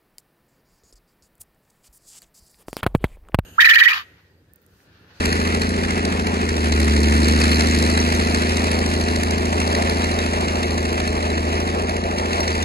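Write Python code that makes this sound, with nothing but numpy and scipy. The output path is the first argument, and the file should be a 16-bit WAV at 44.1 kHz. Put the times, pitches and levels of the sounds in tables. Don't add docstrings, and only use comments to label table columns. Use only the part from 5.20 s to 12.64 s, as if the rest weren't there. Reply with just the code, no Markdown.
import sys
import numpy as np
from scipy import signal
from scipy.fft import rfft, irfft, next_fast_len
from scipy.io import wavfile
from scipy.ndimage import uniform_filter1d

SR = 44100
rng = np.random.default_rng(int(sys.argv[2]) if len(sys.argv) > 2 else 0)


def inscribe(sig):
    pcm = np.round(np.clip(np.atleast_2d(sig).T, -1, 1) * 32767)
    wavfile.write(sys.argv[1], SR, pcm.astype(np.int16))


def amp(db):
    return 10 ** (np.asarray(db, float) / 20)


N = 328104


def rms_one(x):
    return x / np.sqrt(np.mean(x ** 2))


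def in_time(rows):
    start_s, *columns = np.transpose(rows)
    return [np.interp(np.arange(N) / SR, start_s, column) for column in columns]


def colour(x, spectrum):
    pitch_hz, level_db = np.transpose(spectrum)
    size = next_fast_len(N + 4096)
    bin_hz = np.arange(size // 2 + 1) * SR / size
    gain = amp(np.interp(np.log(bin_hz + 1), np.log(pitch_hz), level_db))
    return irfft(rfft(x, size) * gain, size)[..., :N]


def resonance(x, hz, width):
    r = np.exp(-np.pi * width / SR)
    feedback = [1, -2 * r * np.cos(2 * np.pi * hz / SR), r * r]
    return signal.lfilter([(1 - r * r) / 2, 0, (r * r - 1) / 2], feedback, x)


def drift(rate):
    lowpass = signal.butter(2, rate, fs=SR, output="sos")
    return rms_one(signal.sosfilt(lowpass, rng.standard_normal(N + SR))[SR:])


def turning():
    return np.minimum(np.arange(N) / SR, 3.43)


def follow(control_db, level_db, share, lag_s, away_db):
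    mean_control_db = -24
    r = np.exp(-1 / (max(lag_s, .001) * SR))
    start_db = control_db[0]
    lagged_db = signal.lfilter([1 - r], [1, -r], control_db - start_db) + start_db
    return level_db + share * (lagged_db - mean_control_db) + away_db * np.arange(N) / SR


def runner_hiss():
    # pitch_hz, level_db per Hz
    snow = [(200, -21.5), (450, -4), (680, 0), (1100, -5), (2000, -22), (5000, -48)]
    # start_s, level_db
    runners = [(0, -35.5), (1.2, -35), (2.4, -36), (3.4, -31.5), (4.6, -28.5), (6.0, -30.5), (7.44, -27)]
    hiss = rms_one(colour(rng.standard_normal((3, N)) * amp(2.4 * drift(6.8)), snow))
    scatter_db = [[0], [5], [5]]
    return amp(in_time(runners)[0] + scatter_db) * hiss


def stack_rumble(pulse_db):
    # pitch_hz, level_db per Hz
    turbulence = [(15, -26), (50, -6), (115, -14), (230, -7), (430, -5), (520, -10), (1500, -50)]
    return amp(0.39 * pulse_db - 19.0) * rms_one(colour(rng.standard_normal((3, N)), turbulence))


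def fan_and_track_roar(thud, roar_db):
    # pitch_hz, level_db per Hz
    roar_spectrum = [(250, -9), (500, -1.3), (900, 1), (1500, -0.4), (2000, 0.4), (2700, -1.2), (3700, -9),
                     (6000, -13.5), (11000, -21.5), (12000, -46), (13000, -90)]
    throb = amp(1.92 * drift(23)) * (1 + 0.42 * thud)
    roar = rms_one(colour(rng.standard_normal((3, N)) * throb, roar_spectrum))
    cowl_db = -1 - 4 * np.maximum(turning() - 1.5, 0)
    roar += amp(cowl_db) * resonance(roar, hz=1350, width=700)
    return amp(roar_db + 0.2) * roar


def chain():
    # start_s, peak_db
    snaps = [(2.0313, -27), (2.511, -22), (2.8998, -26), (2.9492, -12.5), (2.9991, -37), (3.05, -18),
             (3.0974, -21), (4.5261, -22)]
    # pitch_hz, width_hz, level_db
    link = [(4230, 590, 10), (6100, 530, 22), (11000, 900, 11)]
    start_s, peak_db = np.transpose(snaps)
    clicks = np.zeros(N)
    clicks[(start_s * SR).astype(int)] = amp(peak_db)
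    clicks += 1e-18
    return sum(amp(level_db) * resonance(resonance(clicks, hz, width), hz, 2 * width)
               for hz, width, level_db in link)


def clanks():
    # start_s, pitch_hz, level_db
    pins = [(0.0517, 11370, -41.3), (0.125, 10510, -28.6), (0.4196, 4310, -23.7), (0.4914, 10160, -31.3),
            (1.3643, 5510, -28.2), (1.4442, 10680, -33.1), (1.5262, 4130, -25.6), (1.7119, 3450, -25.1),
            (1.8433, 3100, -22.0), (2.0827, 4310, -20.3), (2.1117, 3450, -24.3), (2.2155, 4650, -21.1),
            (2.3178, 4310, -17.8), (2.3294, 3100, -19.7), (2.3432, 5510, -25.0), (2.5116, 6720, -27.7),
            (2.6248, 3960, -24.0), (2.7009, 4480, -21.1), (2.7532, 3960, -24.5), (2.7757, 3960, -23.8),
            (2.8004, 5860, -20.3), (2.9244, 9990, -34.0), (2.9484, 6200, -24.3), (3.013, 4310, -24.7),
            (3.1494, 4310, -25.3), (3.3177, 5340, -26.4), (3.3663, 3790, -25.3), (3.5151, 10850, -34.1),
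            (3.6624, 5860, -28.7), (3.7654, 4130, -26.9), (3.8112, 6200, -31.5), (3.8148, 4310, -25.8),
            (3.9091, 8440, -30.9), (4.4287, 5680, -28.2), (4.5259, 3270, -23.1), (4.5513, 3960, -24.2),
            (4.5745, 9130, -33.2), (4.8299, 3960, -27.2), (4.8408, 4310, -25.4), (4.9177, 4130, -26.2),
            (4.9881, 3790, -27.7), (5.0142, 5170, -30.5), (5.4329, 3450, -26.1), (5.8785, 4310, -25.1),
            (6.1012, 3960, -29.8), (6.1767, 9990, -39.9), (6.353, 5340, -28.3), (6.4031, 5680, -30.9),
            (6.9836, 5680, -29.4), (7.1323, 3620, -27.4), (7.2056, 5680, -21.6), (7.2296, 5510, -30.6),
            (7.2789, 5680, -24.2), (7.329, 4650, -26.6), (7.4277, 3620, -27.8), (7.4277, 5680, -28.9)]
    rise_s, fade_s = 0.0009, 0.007
    start_s, hz, db = np.array(pins).T[:, :, None]
    since = np.arange(SR // 40) / SR
    shape = (1 - np.exp(-since / rise_s)) * np.exp(-since / fade_s)
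    neighbour_hz = hz * rng.uniform(.95, 1.05, hz.shape)
    pair = np.sin(2 * np.pi * hz * since) + .5 * np.sin(2 * np.pi * neighbour_hz * since)
    out = np.zeros(N + SR)
    at = (start_s * SR).astype(int) + np.arange(SR // 40)
    np.add.at(out, at, amp(db - 2) * shape / shape.max() * pair)
    return out[:N]


def bonnet(turns):
    # start_firings, level_db
    slaps = [(3.95, 0), (.85, -2), (4.5, -5), (3.15, -6), (5.0, -3), (1.85, -4), (5.65, -4), (1.2, -6)]
    # pitch_hz, width_hz, level_db, rise_db per second of turning
    panels = [(403, 20, -2.5, 0), (500, 90, -11.5, 0.5), (594, 130, -12, 4.5), (657, 108, -13, 2.5)]
    cycle = 6 * np.arange(int(turns[-1] / 6) - 1)[:, None]
    firing, slap_db = np.transpose(slaps)
    chance = rng.standard_normal((len(cycle), 2, len(slap_db)))
    at = np.interp(cycle + firing + .012 * chance[:, 0], turns, np.arange(N)).astype(int)
    clicks = np.zeros(N)
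    clicks[at] = amp(slap_db + 1.8 * chance[:, 1])
    clicks += 1e-18
    rings = [amp(db + rise * turning()) * rms_one(resonance(resonance(clicks, hz, width), hz, 2 * width))
             for hz, width, db, rise in panels]
    return amp(-40) * sum(rings)


def knock_shape(turns, load, strain_db):
    # lag_firings, length_firings, tick_db light load, tick_db full load, thud_db
    knocks = [(0.22, 0.18, -7, -3.5, -18), (0.19, 0.17, -11, 0, -12.5), (0.16, 0.16, -10, -5.5, 0),
              (0.17, 0.081, -11, -4, -20), (0.079, 0.22, -0.5, -1.5, 6), (0.24, 0.16, -13, -3, 2.5)]
    # start_s, peak_db
    hard_firings = [(0.0548, -9), (0.126, -12), (0.1984, -19), (0.2728, -16), (0.416, -13.5), (0.7048, -13),
                    (0.85, -10), (0.9226, -18.5), (1.068, -13), (1.289, -14), (1.365, -13), (1.5213, -8.5),
                    (1.5995, -8), (1.643, -11.5), (1.7644, -12.5), (1.83, -15), (1.938, -19), (2.0823, -10),
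                    (2.16, -19), (2.214, -10), (2.304, -23), (2.406, -8), (2.469, -13), (2.586, -13),
                    (2.6233, -11), (2.698, -14), (2.7242, -21), (2.7736, -9), (2.8474, -20), (2.9003, -20),
                    (3.1448, -11.5), (3.368, -11), (3.5134, -13), (3.588, -11), (3.66, -11.5),
                    (3.7973, -21), (3.8831, -16), (3.9586, -10), (4.0318, -9), (4.1067, -13), (4.3998, -11),
                    (4.474, -13), (4.5256, -16.5), (4.5487, -8), (4.695, -10.5), (4.7685, -21),
                    (4.913, -16.5), (4.987, -16), (5.3544, -19), (5.429, -13.5), (5.5054, -15.5),
                    (5.8002, -16), (5.8747, -11), (6.6927, -14), (6.764, -14.5), (7.0564, -24),
                    (7.13, -14.5), (7.202, -11), (7.277, -10.5), (7.424, -12)]
    lag, length, light_db, full_db, thud_db = np.transpose(knocks)
    chance = np.clip(rng.standard_normal((int(turns[-1]) + 3, 4)), -2, 1.2) * [.03, .7, 1.1, 1.6]
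    number = np.floor(turns + .35).astype(int) + 1
    start_s, peak_db = np.transpose(hard_firings)
    top = ((start_s + 0.0031) * SR).astype(int)
    struck = number[top]
    over_db = peak_db - strain_db[top]
    hard = np.zeros(len(chance), bool)
    hard[struck] = True
    chance[struck, 0] = np.clip(turns[top] + 1.02 - struck - lag[(struck - 1) % 6], -.25, .25)
    chance[struck, 1:] = 0.72 * (over_db - over_db.mean())[:, None] / 2
    cylinder = (number - 1) % 6
    slip, both_db, tick_db, dull_db = chance[number].T
    hard = hard[number]
    late = turns + 1.02 - number - lag[cylinder] - slip
    soft_width = length[cylinder] * np.where(late < 0, .88, 1.1)
    width = np.where(hard, np.where(late < 0, .17, .18), soft_width)
    bell = np.exp(-.5 * (late / width) ** 2)
    soft_db = light_db[cylinder] * (1 - load) + full_db[cylinder] * load
    bright_db = np.where(hard, 2, soft_db)
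    thud = bell * amp(thud_db[cylinder] + both_db + dull_db)
    return bell, bright_db + both_db + tick_db, thud


def uneven_ticks(metal, bell, tick_db, turns):
    edges = [0, 3000, 5400, 8000, 10000, 22050]
    bite = [.62, .8, 1.05, 1.1, 1.0]
    hz = np.arange(N // 2 + 1) * SR / N
    own = amp(2.0 * np.clip(rng.standard_normal((int(turns[-1]) + 3, len(edges))), -2, 2))
    number = np.floor(turns + 1.35).astype(int)
    total = 0
    for k, (low, high) in enumerate(zip(edges, edges[1:])):
        strength = .22 + bell * amp(bite[k] * tick_db) * own[number, k]
        total = total + rfft(metal * strength) * ((hz >= low) & (hz < high))
    return irfft(total, N)


def block_knock(turns, bell, tick_db, knock_db):
    # pitch_hz, level_db per Hz
    tick = [(1000, -6.5), (2000, 3.5), (3000, -7.5), (3750, -4), (4200, 1.5), (5200, -2.5), (5800, -4.5),
            (7500, -7.5), (8200, -2.5), (10000, -13), (10800, -13), (11700, -16), (12000, -24),
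            (13000, -52)]
    # pitch_hz, width_hz, level_db
    castings = [(1850, 120, -7), (4230, 140, 0), (6720, 130, -10), (10930, 230, -3)]
    metal = rng.standard_normal((3, N)) * amp(1.2 * rng.standard_normal((3, N)))
    ticks = colour(uneven_ticks(metal, bell, tick_db, turns), tick)
    rings = sum(amp(db) * resonance(ticks, hz, width) for hz, width, db in castings)
    return amp(knock_db + 1.5) * rms_one(ticks + rings)


def exhaust_pulses(turns, load):
    pulses = [(0.39, 0.027), (-0.55, 0.00071), (-0.22, -0.045), (0.37, 0.013), (-0.33, -0.045),
              (-0.25, -0.032)]
    # pitch_hz, width_hz, level_db, rise_db per second of turning
    stack = [(57.7, 13, -11, 0.5), (193.9, 2.7, 9.5, 2.2), (221.5, 15.5, 1.5, 2), (238.2, 37, 1, 2.84),
             (314, 70, -15.5, 2.5), (425, 22, -5, -1.5), (720, 240, -18, 4.5)]
    excess, lag = np.transpose(pulses)
    number = np.arange(int(turns[-1]))
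    cylinder = number % 6
    chance = rng.standard_normal((len(number), 2))
    at = np.interp(number + .25 + lag[cylinder] + 0.004 * chance[:, 0], turns, np.arange(N)).astype(int)
    strength = 0.76 + excess[cylinder] * (1.2 - 0.25 * load[at])
    clicks = np.zeros(N)
    clicks[at] = -strength * (1 + 0.016 * chance[:, 1])
    puffs = signal.sosfilt(signal.butter(4, 500, fs=SR, output="sos"), clicks + 1e-18)
    rings = sum(amp(db + rise * turning()) * resonance(puffs, hz, width) for hz, width, db, rise in stack)
    rings -= .45 * (1 - load) * resonance(rings, hz=163, width=35)
    return rings / np.sqrt(uniform_filter1d(rings ** 2, size=SR // 4))


def firing_hum(turns, hum_db, load):
    # multiple of firing rate, level_db
    suborders = [(.5, -45), (2 / 3, -38.5), (5 / 6, -44)]
    # multiple, level_db, rise_db per second of turning, lug_db under load, push (sign is phase)
    upper_orders = [(2, -45, -0.5, -5, 1), (13 / 6, -34.5, -2.9, -13, -1), (15 / 6, -44, -0.5, -15, 1),
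                    (17 / 6, -42.5, -1.1, -3, 1), (21 / 6, -48.5, -.4, 3, -1), (4.5, -48.5, 2, 13, 2.5),
                    (26 / 6, -42, 1.5, -3, 1), (28 / 6, -42, -1, 0.1, 1), (29 / 6, -46.5, -0.77, 0.1, 1),
                    (4.5, -53, -3, 8, 0.5), (31 / 6, -43.5, -0.86, -4, -1), (32 / 6, -43, -0.35, 3.3, -1),
                    (4.5, -65, -1, 14, -2)]
    phase = 2 * np.pi * turns
    hum = amp(hum_db + 0.29 * drift(7.5)) * np.cos(phase)
    for multiple, db in suborders:
        hum += amp(db) * np.cos(multiple * phase)
    for multiple, db, rise, lug_db, push in upper_orders:
        order = np.round(6 * multiple) / 6
        hum += np.sign(push) * amp(db + rise * turning() + lug_db * load) * np.cos(order * phase)
    return np.sqrt(2) * hum


def ports(direct, scattered):
    # pitch_hz, width_hz
    port_steps = [(570, 1070), (1820, 600), (2730, 420), (3700, 260), (4880, 480), (6100, 280), (7760, 400),
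                  (10200, 700)]
    # pitch_hz, level_db
    balance = [(60, 0.0), (150, 0.0), (350, 1.0), (860, 0.5), (2090, -0.5), (5070, -0.5), (12300, 0.0)]
    # pitch_hz, level_db
    trees = [(40, -9), (100, -11), (200, -12), (500, -10.5), (1200, -9), (1700, -5.5), (3300, -4),
             (5500, 0), (7000, -4), (9000, 0.5), (11000, 0)]
    size = next_fast_len(N + 4096)
    hz = np.arange(size // 2 + 1) * SR / size
    half_cycles = sum(np.clip((hz - at) / width + .5, 0, 1) for at, width in port_steps)
    balance_hz, balance_db = np.transpose(balance)
    lead = np.exp(.5j * np.pi * half_cycles)
    lead *= amp(np.interp(np.log(hz + 1), np.log(balance_hz), balance_db) / 2)
    near = rfft(direct, size)
    return irfft([near * lead, near / lead], size)[:, :N] + colour(scattered, trees)


def scene():
    # start_s, speed_rpm
    speed = [(0.0, 1602.0), (0.51, 1676.0), (1.15, 1645.3), (1.49, 1524.2), (1.78, 1477.2), (2.2, 1533.1),
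             (2.92, 1617.3), (3.4, 1625.0), (3.97, 1620.6), (4.88, 1643.2), (6.17, 1589.0), (6.46, 1640.6),
             (6.71, 1655.9), (7.44, 1619.0)]
    # start_s, level_db
    effort = [(0.0, -26), (0.06, -24.5), (0.68, -26.5), (1.18, -26.5), (1.6, -22), (1.9, -21.5),
              (3.21, -25.5), (4.72, -26.5), (5.22, -28), (5.62, -27), (5.74, -28), (6.36, -27), (6.4, -28),
              (6.94, -30), (7.4, -28), (7.44, -26.5)]
    # start_s, level_db
    clatter = [(0.0, -28.5), (0.14, -29), (1.04, -32.5), (2.15, -27), (2.2, -25.5), (4.35, -30.5),
               (4.54, -28.5), (6.67, -32.5), (6.69, -31.5), (6.86, -34), (7.19, -28.5), (7.44, -30.5)]
    # level_db at mean, share of swing, lag_s, away_db per second
    effort_rules = [(-22.5, 1.9, .002, 0.63), (-25, 1.51, 0.24, -0.09)]
    # level_db at mean, share of swing, lag_s, away_db per second
    strain_rules = [(-27.5, 1.32, .002, -0.075), (-25, 0.84, .002, 0.027)]
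    turns = -.305 + np.cumsum(in_time(speed)[0]) / 20 / SR
    hum_db, pulse_db = [follow(in_time(effort)[0], *rule) for rule in effort_rules]
    knock_db, roar_db = [follow(in_time(clatter)[0], *rule) for rule in strain_rules]
    load = np.clip((hum_db + 27.0) / 9.9, 0, 1)
    bell, tick_db, thud = knock_shape(turns, load, knock_db)
    noise = runner_hiss() + stack_rumble(pulse_db) + fan_and_track_roar(thud, roar_db)
    noise += block_knock(turns, bell, tick_db, knock_db)
    direct = noise[0] + chain() + clanks() + bonnet(turns)
    direct += amp(pulse_db + 2.5) * exhaust_pulses(turns, load) + firing_hum(turns, hum_db, load)
    thinning = amp(-.6 * np.maximum(np.arange(N) / SR - 3.0, 0))
    return ports(direct, noise[1:] * thinning)


def band_gate(x, below_db, waver_db, floor_db):
    gate_edges = [20, 130, 860, 1000, 1120, 1250, 1380, 1520, 1900, 2050, 2200, 2370, 2550, 2950, 3150,
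                  3400, 3750, 4150, 4650, 5100, 5600, 6000, 6400, 6900, 7600, 8300, 8900, 9500, 10000,
                  10300, 11000, 11450, 11800, 12100, 22050]
    pair = np.array([x[0] + x[1], x[0] - x[1]]) / 2
    hz, _, frames = signal.stft(pair, SR, "cosine", nperseg=2048, noverlap=1024)
    shared_db = waver_db * rng.standard_normal((2, frames.shape[-1]))
    for low, high in zip(gate_edges, gate_edges[1:]):
        band = (hz >= low) & (hz < high)
        level_db = 10 * np.log10(np.mean(abs(frames[:, band]) ** 2, axis=1) + 1e-20)
        chance_db = shared_db + .9 * waver_db * rng.standard_normal(level_db.shape)
        margin_db = level_db - level_db[::-1] + chance_db
        least_db = floor_db - 3 * (low > 11300) + 4 * (low > 11700) + 30 * (low > 12000)
        near_partner = margin_db > -below_db * (low / 1000) ** -.22
        frames[:, band] *= (near_partner & (level_db + chance_db > least_db))[:, None]
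    total, difference = signal.istft(frames, SR, "cosine", nperseg=2048, noverlap=1024)[1][:, :N]
    return np.array([total + difference, total - difference])


def top_ticks(x):
    top = signal.sosfiltfilt(signal.butter(6, 11900, "high", fs=SR, output="sos"), x)
    power = top ** 2
    over = uniform_filter1d(power, size=80) / (uniform_filter1d(power, size=SR // 2) + 1e-20)
    return top * np.clip(over / amp(2 * 5) - 1, 0, 1)


def top_cut(x):
    return signal.sosfilt(signal.butter(12, 12900, fs=SR, output="sos"), x)


def record(dry):
    soft = 1.6 * np.tanh(dry / 1.6)
    gated = band_gate(soft, below_db=12, waver_db=2.2, floor_db=-78) + top_ticks(soft)
    return top_cut(gated)


dry = scene()
out = record(dry)
inscribe(out)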